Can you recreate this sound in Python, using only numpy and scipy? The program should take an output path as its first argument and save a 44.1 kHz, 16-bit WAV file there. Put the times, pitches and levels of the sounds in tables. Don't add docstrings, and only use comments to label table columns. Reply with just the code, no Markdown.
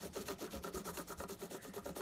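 import sys
import numpy as np
from scipy import signal
from scipy.io import wavfile

SR = 44100
rng = np.random.default_rng(int(sys.argv[2]) if len(sys.argv) > 2 else 0)


def gain_from_decibels(decibels):
    exponent = np.asarray(decibels, float) / 20
    return 10 ** exponent


def digitize_waveform(pressure):
    field = np.atleast_2d(pressure).T
    bounded = np.clip(field, -1, 1)
    quanta = np.round(bounded * 32767).astype(np.int16)
    wavfile.write(sys.argv[1], SR, quanta)


N = 88773


def rms_one(x):
    return x / np.sqrt(np.mean(x ** 2) + 1e-20)


def drift(rate_hz):
    r = np.exp(-2 * np.pi * rate_hz / SR)
    return rms_one(signal.lfilter([1], [1, -2 * r, r * r], rng.standard_normal(N + SR))[SR:])


def curve(rows):
    return gain_from_decibels(np.interp(np.arange(N) / SR, *np.transpose(rows)))


def band(x, hz):
    return rms_one(signal.sosfilt(signal.butter(2, hz, "band", fs=SR, output="sos"), x))


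def coloured(x, spectrum, patchy_db):
    edges_hz = 25 * 2 ** (np.arange(29) / 3)
    hz, db = np.transpose(spectrum)
    out = 0
    for k, (low, high) in enumerate(zip(edges_hz, edges_hz[1:])):
        third = signal.sosfilt(signal.butter(2, [low, high], "band", fs=SR, output="sos"), x[k % 2])
        level_db = np.interp(np.log(low * high) / 2, np.log(hz), db)
        out = out + third * gain_from_decibels(level_db + patchy_db * drift(20.8))
    return rms_one(out)


def grains(rate_per_s, spread_db):
    size = gain_from_decibels(spread_db * np.minimum(rng.exponential(1, N), 4)) * rng.choice([-1, 1], N)
    return rms_one(size * (rng.random(N) < rate_per_s / SR))


def ring(x, hz, t60_s):
    r, w = gain_from_decibels(-60 / (t60_s * SR)), 2 * np.pi * hz / SR
    return signal.lfilter([0, np.sin(w)], [1, -2 * r * np.cos(w), r * r], x + 1e-18)


def body(x, modes):
    click = np.zeros(SR)
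    click[0] = 1
    driven = np.r_[click, x]
    both = sum((-1) ** k * gain_from_decibels(db) * ring(driven, hz, t60_s) for k, (hz, db, t60_s) in enumerate(modes))
    return both[SR:] / np.sqrt(np.sum(both[:SR] ** 2))


def catches(rows, column, tail_s):
    out = np.zeros(N)
    for row in rows:
        out[int(row[0] * SR)] = gain_from_decibels(row[1] + (row[column] if column else 0))
    return signal.lfilter([1], [1, -np.exp(-1 / (tail_s * SR))], out)


def swells(rows):
    t = np.arange(N) / SR
    out = np.zeros(N)
    for start_s, db, hz, swell_s in rows:
        age = np.maximum(t - start_s, 0)
        out += gain_from_decibels(db) * age / swell_s * np.exp(1 - age / swell_s) * np.sin(2 * np.pi * hz * age)
    return out


# frequency in Hz, level in dB.
ROOM = [(30, 2), (60, -7), (120, -4), (330, -4.5), (800, -15.5), (2400, -24.5), (13500, -30.5),
        (15500, -45)]
# centre in s, width in s, level in dB, frequency in Hz, bandwidth in Hz.
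FAR = [
    (1.7, 0.13, -67, 1845, 200),
    (1.61, 0.054, -63.5, 1750, 430),
    (.484, 0.021, -56.5, 1250, 540),
    (0.82, 0.014, -64, 1070, 530),
]


def room_tone():
    room_db = -59
    t = np.arange(N) / SR
    out = gain_from_decibels(room_db) * coloured(rng.standard_normal((2, N)), ROOM, patchy_db=3.2)
    for centre_s, width_s, db, hz, wide_hz in FAR:
        scrape = band(rng.standard_normal(N), (hz - wide_hz / 2, hz + wide_hz / 2))
        out = out + gain_from_decibels(db) * np.exp(-((t - centre_s) / width_s) ** 2) * scrape
    return out


# time in s, level in dB.
RUMBLE = [(0.0, -56.5), (0.26, -63.5), (0.52, -77), (0.56, -57.5), (0.67, -76), (0.77, -50.5), (0.83, -77),
          (0.86, -59.5), (1.16, -66), (1.19, -50.5), (1.22, -62), (1.69, -85), (1.9, -59), (2.01, -71)]
# frequency in Hz, level in dB, t60 in s.
RUMBLE_MODES = [(52.6, 7.5, 0.43), (76.1, 10.5, 0.68)]


def rumble():
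    return curve(RUMBLE) * body(rng.standard_normal(N), RUMBLE_MODES)


# start in s, length in s, hiss in dB, judder in dB, desk sway in dB.
STROKES = [(-.006, 0.093, -52, -51, -49.5), (0.122, 0.12, -53, -49.5, -55.5),
           (0.245, 0.1, -51.5, -46.5, -54.5), (0.377, 0.1, -52, -50.5, -55.5),
           (0.498, 0.093, -52, -48, -49.5), (0.616, 0.085, -54, -45.5, -53), (0.72, 0.097, -51, -52, -48.5),
           (0.837, 0.082, -48, -50, -51), (0.923, 0.11, -50, -60.5, -52.5),
           (1.064, 0.078, -50.5, -50.5, -58.5), (1.167, 0.078, -53, -50, -53),
           (1.273, 0.081, -51.5, -51.5, -58), (1.379, 0.095, -55.5, -50, -53),
           (1.491, 0.091, -53, -49, -54.5), (1.604, 0.099, -57, -55, -75), (1.726, 0.077, -54, -51.5, -60),
           (1.835, 0.082, -56, -46.5, -58), (1.945, 0.069, -51.5, -43, -58)]


def speed(column, lag_s, rise_s, fall_s):
    arch_db = 5.5
    t, out = np.arange(N) / SR, np.zeros(N)
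    for row in STROKES:
        age, length_s = t - row[0], row[1]
        rise = np.clip((age - lag_s) / rise_s, 0, 1)
        fall = np.clip((length_s + fall_s / 2 - age) / fall_s, 0, 1)
        arch = gain_from_decibels(row[column] - arch_db * (2 * age / length_s - 1) ** 2)
        out += arch * np.sin(np.pi / 2 * rise * fall) ** 2
    return out


# frequency in Hz, level in dB per Hz.
PAPER = [(500, 3), (1500, -0.5), (2500, -7), (4200, -1), (6500, -1), (9500, 1), (13800, -4.5), (15600, -7)]
# time in s, level in dB re hiss.
BLUNT = [(0, -9), (.3, -3.5), (.7, -6.5), (1.0, -31), (1.5, -11), (2.0, -8)]


def friction():
    blunt_hz = (1990, 5720)
    sheet_hz, sheet_width_hz, sheet_db = 6650, 470, -10.5
    grain = 0.7 * grains(2300, spread_db=13.0)
    x = coloured(rng.standard_normal((2, N)) + grain, PAPER, patchy_db=2.0)
    x = x + curve(BLUNT) * band(rng.standard_normal(N) + grain, blunt_hz)
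    sheet = signal.lfilter(*signal.iirpeak(sheet_hz, sheet_hz / sheet_width_hz, SR), x)
    return x + gain_from_decibels(sheet_db + 0.57 * drift(18)) * sheet


# time in s, gain of the brightest hiss in dB.
EDGE = [(0, 0.5), (.25, 2.5), (.45, -6), (.7, -0.5), (.9, -0.5), (1.2, 0), (1.5, 1), (1.75, -1), (2.0, 1.5)]


def stroke_hiss(rub):
    air = signal.sosfilt(signal.butter(1, 8500, "high", fs=SR, output="sos"), rub)
    dull = (rub - air) * speed(column=2, lag_s=0, rise_s=0.016, fall_s=0.04)
    bright = curve(EDGE) * air * speed(column=2, lag_s=0, rise_s=0.026, fall_s=0.04)
    return (dull + bright) * gain_from_decibels(1.1 * drift(180))


# time in s, peak in dB, shaft ring in dB re peak, crack in dB re peak.
RIDGES = [(0.052, -34.5, -27, -11), (0.156, -35.5, -6.5, -6), (0.169, -31.5, -14, -6),
          (0.209, -43, -19, -17), (0.283, -33, -5, 3.5), (0.305, -34, -6.5, -8), (0.412, -37, -24, -7),
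          (0.426, -38.5, -8.5, -10), (0.53, -40, -14, -30), (0.553, -45, -7, 1), (0.638, -40, -4.5, -2.5),
          (0.676, -47.5, 5.5, -30), (0.743, -36, -16.5, -32), (0.773, -38.5, -3, -27),
          (0.853, -37.5, -10, -5), (0.886, -42, 5.5, -36), (0.972, -38.5, -0.5, 7.5),
          (1.102, -34.5, -8, -13), (1.123, -45, 5, -10), (1.201, -33.5, -3.5, -8), (1.237, -37, -4.5, -5),
          (1.293, -40, -5.5, -4.5), (1.417, -36.5, -11, -8), (1.511, -35, -30, -10), (1.548, -36, -9, -30),
          (1.647, -38, -9.5, -7), (1.736, -36.5, -12.5, -9), (1.763, -33.5, -42, -31),
          (1.859, -30, -13, -20), (1.962, -32, -12, -25)]
# time in s, peak in dB, shaft ring in dB re peak, crack in dB re
MORE_RIDGES = [
    (0.391, -52, -10, -4),
    (0.444, -45, -3.5, -10),
    (0.986, -48.5, 5, -26),
    (0.999, -37, -5.5, -20),
    (1.434, -38.5, -20, -10),
    (1.779, -38, -4, -10),
    (1.892, -31, -28, -13),
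    (2.006, -29.5, -9.5, -9),
]
# frequency in Hz, level in dB, t60 in s.
TIP = [(1740, -6, 0.017), (2760, 5.5, 0.0053), (4150, 0, 0.011), (6500, 4, 0.003)]


def cracks(rub):
    rise_s, fall_s, crack_db, tip_db = 0.0006, 0.003, -6, -1.5
    r = np.exp(-1 / (rise_s * SR))
    sudden = catches(RIDGES + MORE_RIDGES, column=3, tail_s=fall_s)
    burst = gain_from_decibels(crack_db) * signal.lfilter([1 - r], [1, -r], sudden)
    return gain_from_decibels(tip_db) * body(burst * rng.standard_normal(N), TIP) + 0.12 * rub * burst


# frequency in Hz, width in Hz, depth from 0 to 1.
DIPS = [(4894, 350, 0.83), (2870, 49, 0.23), (8380, 1220, 0.32), (10100, 1250, 0.31)]


def hiss():
    rub = friction()
    x = cracks(rub) + stroke_hiss(rub)
    for hz, width_hz, depth in DIPS:
        x = x - np.clip(depth, 0, 1) * signal.lfilter(*signal.iirpeak(hz, hz / width_hz, SR), x)
    return x


def jolt(column, tail_s):
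    jolt_db, knock_db, knock_hz = -13, 18, 2500
    knock = gain_from_decibels(knock_db) * catches(RIDGES + MORE_RIDGES, column, 1 / (2 * np.pi * knock_hz))
    chatter = rng.standard_normal(N) * catches(RIDGES + MORE_RIDGES, column, tail_s)
    return gain_from_decibels(jolt_db) * (knock + chatter)


# frequency in Hz, level in dB, t60 in s.
DESK = [(281, -7.5, 0.1), (348.6, -4.5, 0.083), (383.4, 0, 0.07), (420.4, 1.5, 0.07), (538, -3.5, 0.085),
        (593.3, -3.5, 0.093), (697.3, -7.5, 0.089), (820, -8.5, 0.041)]
SHAFT = [(971, 3.5, 0.043), (988, -6.5, 0.1), (1134.5, -13, 0.13), (1237, -4.5, 0.076), (1313, 3, 0.038),
         (1575, -9.5, 0.024), (1886, -4.5, 0.025), (1404, 5, 0.015), (2330, -10, 0.0084)]


def judder():
    desk_db, shaft_db, shaft_jolt_db = -2, -9.5, 2.5
    bumps = [grains(500, spread_db=7.5) + 1.67 * rng.standard_normal(N) for _ in "ab"]
    level = speed(column=3, lag_s=0.023, rise_s=0.0054, fall_s=0.13)
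    desk_push = rms_one(bumps[0]) * level + jolt(column=0, tail_s=0.0076)
    shaft_push = rms_one(bumps[0] + bumps[1]) * level * gain_from_decibels(shaft_db)
    shaft_push = shaft_push + gain_from_decibels(shaft_jolt_db) * jolt(column=2, tail_s=0.013)
    return gain_from_decibels(desk_db) * body(desk_push, DESK) + body(shaft_push, SHAFT)


# start in s, peak in dB, frequency in Hz, swell in s.
BOOMS = [(.03, -47.5, 393, 0.0095), (.163, -36.5, 395, 0.0077), (.205, -43, 402, 0.0064),
         (.283, -45.5, 392, 0.021), (.298, -43.5, 401.4, .009), (.41, -48, 544, 0.0052),
         (.424, -41.5, 311, 0.0065), (.436, -39.5, 394.7, 0.0085), (.455, -39.5, 394, 0.0052),
         (.528, -47.5, 546, 0.013), (.548, -47, 357, 0.0065), (.643, -42, 391, 0.0043),
         (.668, -46, 392, 0.012), (.7, -50, 415, 0.0059), (.741, -38, 370, 0.008),
         (.765, -43.5, 379, 0.0078), (.855, -46, 383, 0.008), (.872, -46, 394, 0.005),
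         (.897, -48, 420, 0.0069), (.972, -42.5, 362, 0.0055), (.988, -45, 562, 0.0054),
         (.992, -42.5, 312, .006), (1.1, -46.5, 398, .007), (1.203, -44.5, 560, 0.0076),
         (1.214, -48.5, 393, 0.011), (1.294, -44, 394, 0.013), (1.425, -41, 392, 0.0089),
         (1.51, -56, 360, 0.0061), (1.545, -40, 365, 0.0047), (1.65, -51, 422, 0.009),
         (1.762, -39.5, 411.3, 0.011), (1.856, -40, 580, 0.0026), (1.96, -45.5, 426, .008),
         (1.992, -40.5, 383, 0.0095)]


def panel_booms():
    return swells(BOOMS)


# frequency in Hz, level in dB, t60 in s.
SWAY = [(174.1, -10.5, 0.27), (215.2, -10, 0.15)]


def sway():
    brake_share, width_s = 0.53, 0.04
    t, push = np.arange(N) / SR, np.zeros(N)
    for start_s, length_s, _, _, db in STROKES:
        push += gain_from_decibels(db) * np.exp(-((t - start_s - brake_share * length_s) / width_s) ** 2)
    return body(push * rng.standard_normal(N), SWAY)


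# start in s, peak in dB, frequency in Hz, swell in s.
SWINGS = [(.06, -52, 186, 0.016), (.19, -47, 202.5, 0.0094), (.325, -45.5, 188, 0.0091),
          (.555, -46.5, 62, 0.017), (.6, -49, 71, 0.011), (.8, -47.5, 201, 0.0093), (.9, -49, 180, 0.016),
          (.93, -57, 67.4, .014), (.983, -52, 258, 0.014), (1.245, -46, 189, 0.0081),
          (1.32, -46, 185.5, 0.0079), (1.442, -51, 182, 0.01), (1.688, -46, 190, 0.01),
          (1.78, -47, 187, 0.0079), (1.898, -44, 174, 0.01)]


def desk_swings():
    return swells(SWINGS)


# time in s, peak in dB.
SNAPS = [(0.1655, -39), (0.1804, -35), (0.305, -38), (0.4216, -35.5), (.428, -34), (.443, -35),
         (0.553, -34), (.637, -37), (.9715, -41), (1.088, -43), (1.2374, -44), (1.292, -36), (1.736, -45),
         (1.964, -42)]


def snaps():
    return gain_from_decibels(-7.5) * band(rng.standard_normal(N), (3800, 16000)) * catches(SNAPS, column=0, tail_s=0.00075)


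# start in s, peak in dB, frequency in Hz, swell in s.
THUDS = [(.304, -39, 600, .001), (.645, -39, 1350, .002), (.887, -40, 1240, .003),
         (1.1215, -38, 1350, .0015), (1.237, -36, 700, .0007), (1.8925, -35, 520, .0008),
         (.391, -47, 700, .0015), (1.51, -45, 650, .0015), (.875, -42, 1330, .003), (.755, -44, 1250, .004),
         (1.2375, -41, 1340, .002)]


def thuds():
    return swells(THUDS)


def reflections(x):
    echo_db, decay_s, wall_hz = -19, 0.02, 3350
    t = np.arange(SR // 4) / SR
    tail = band(rng.standard_normal(len(t)), (100, wall_hz)) * np.exp(-t / decay_s) * (t > 0.003)
    return gain_from_decibels(echo_db) * signal.fftconvolve(x, tail / np.sqrt(np.sum(tail ** 2)))[:N]


def scene():
    near = hiss() + judder() + panel_booms() + thuds() + snaps()
    low = gain_from_decibels(-2.5) * sway() + desk_swings() + rumble()
    return (near + reflections(near) + low + room_tone())[None]


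def roll_off(x):
    return signal.sosfilt(signal.butter(12, 15800, fs=SR, output="sos"), x)


def record(dry):
    x = signal.sosfilt(signal.butter(3, 43, "high", fs=SR, output="sos"), dry)
    x = signal.sosfilt(signal.ellip(10, 0.5, 60, 15600, fs=SR, output="sos"), x)
    return roll_off(x)


dry = scene()
out = record(dry)
digitize_waveform(out)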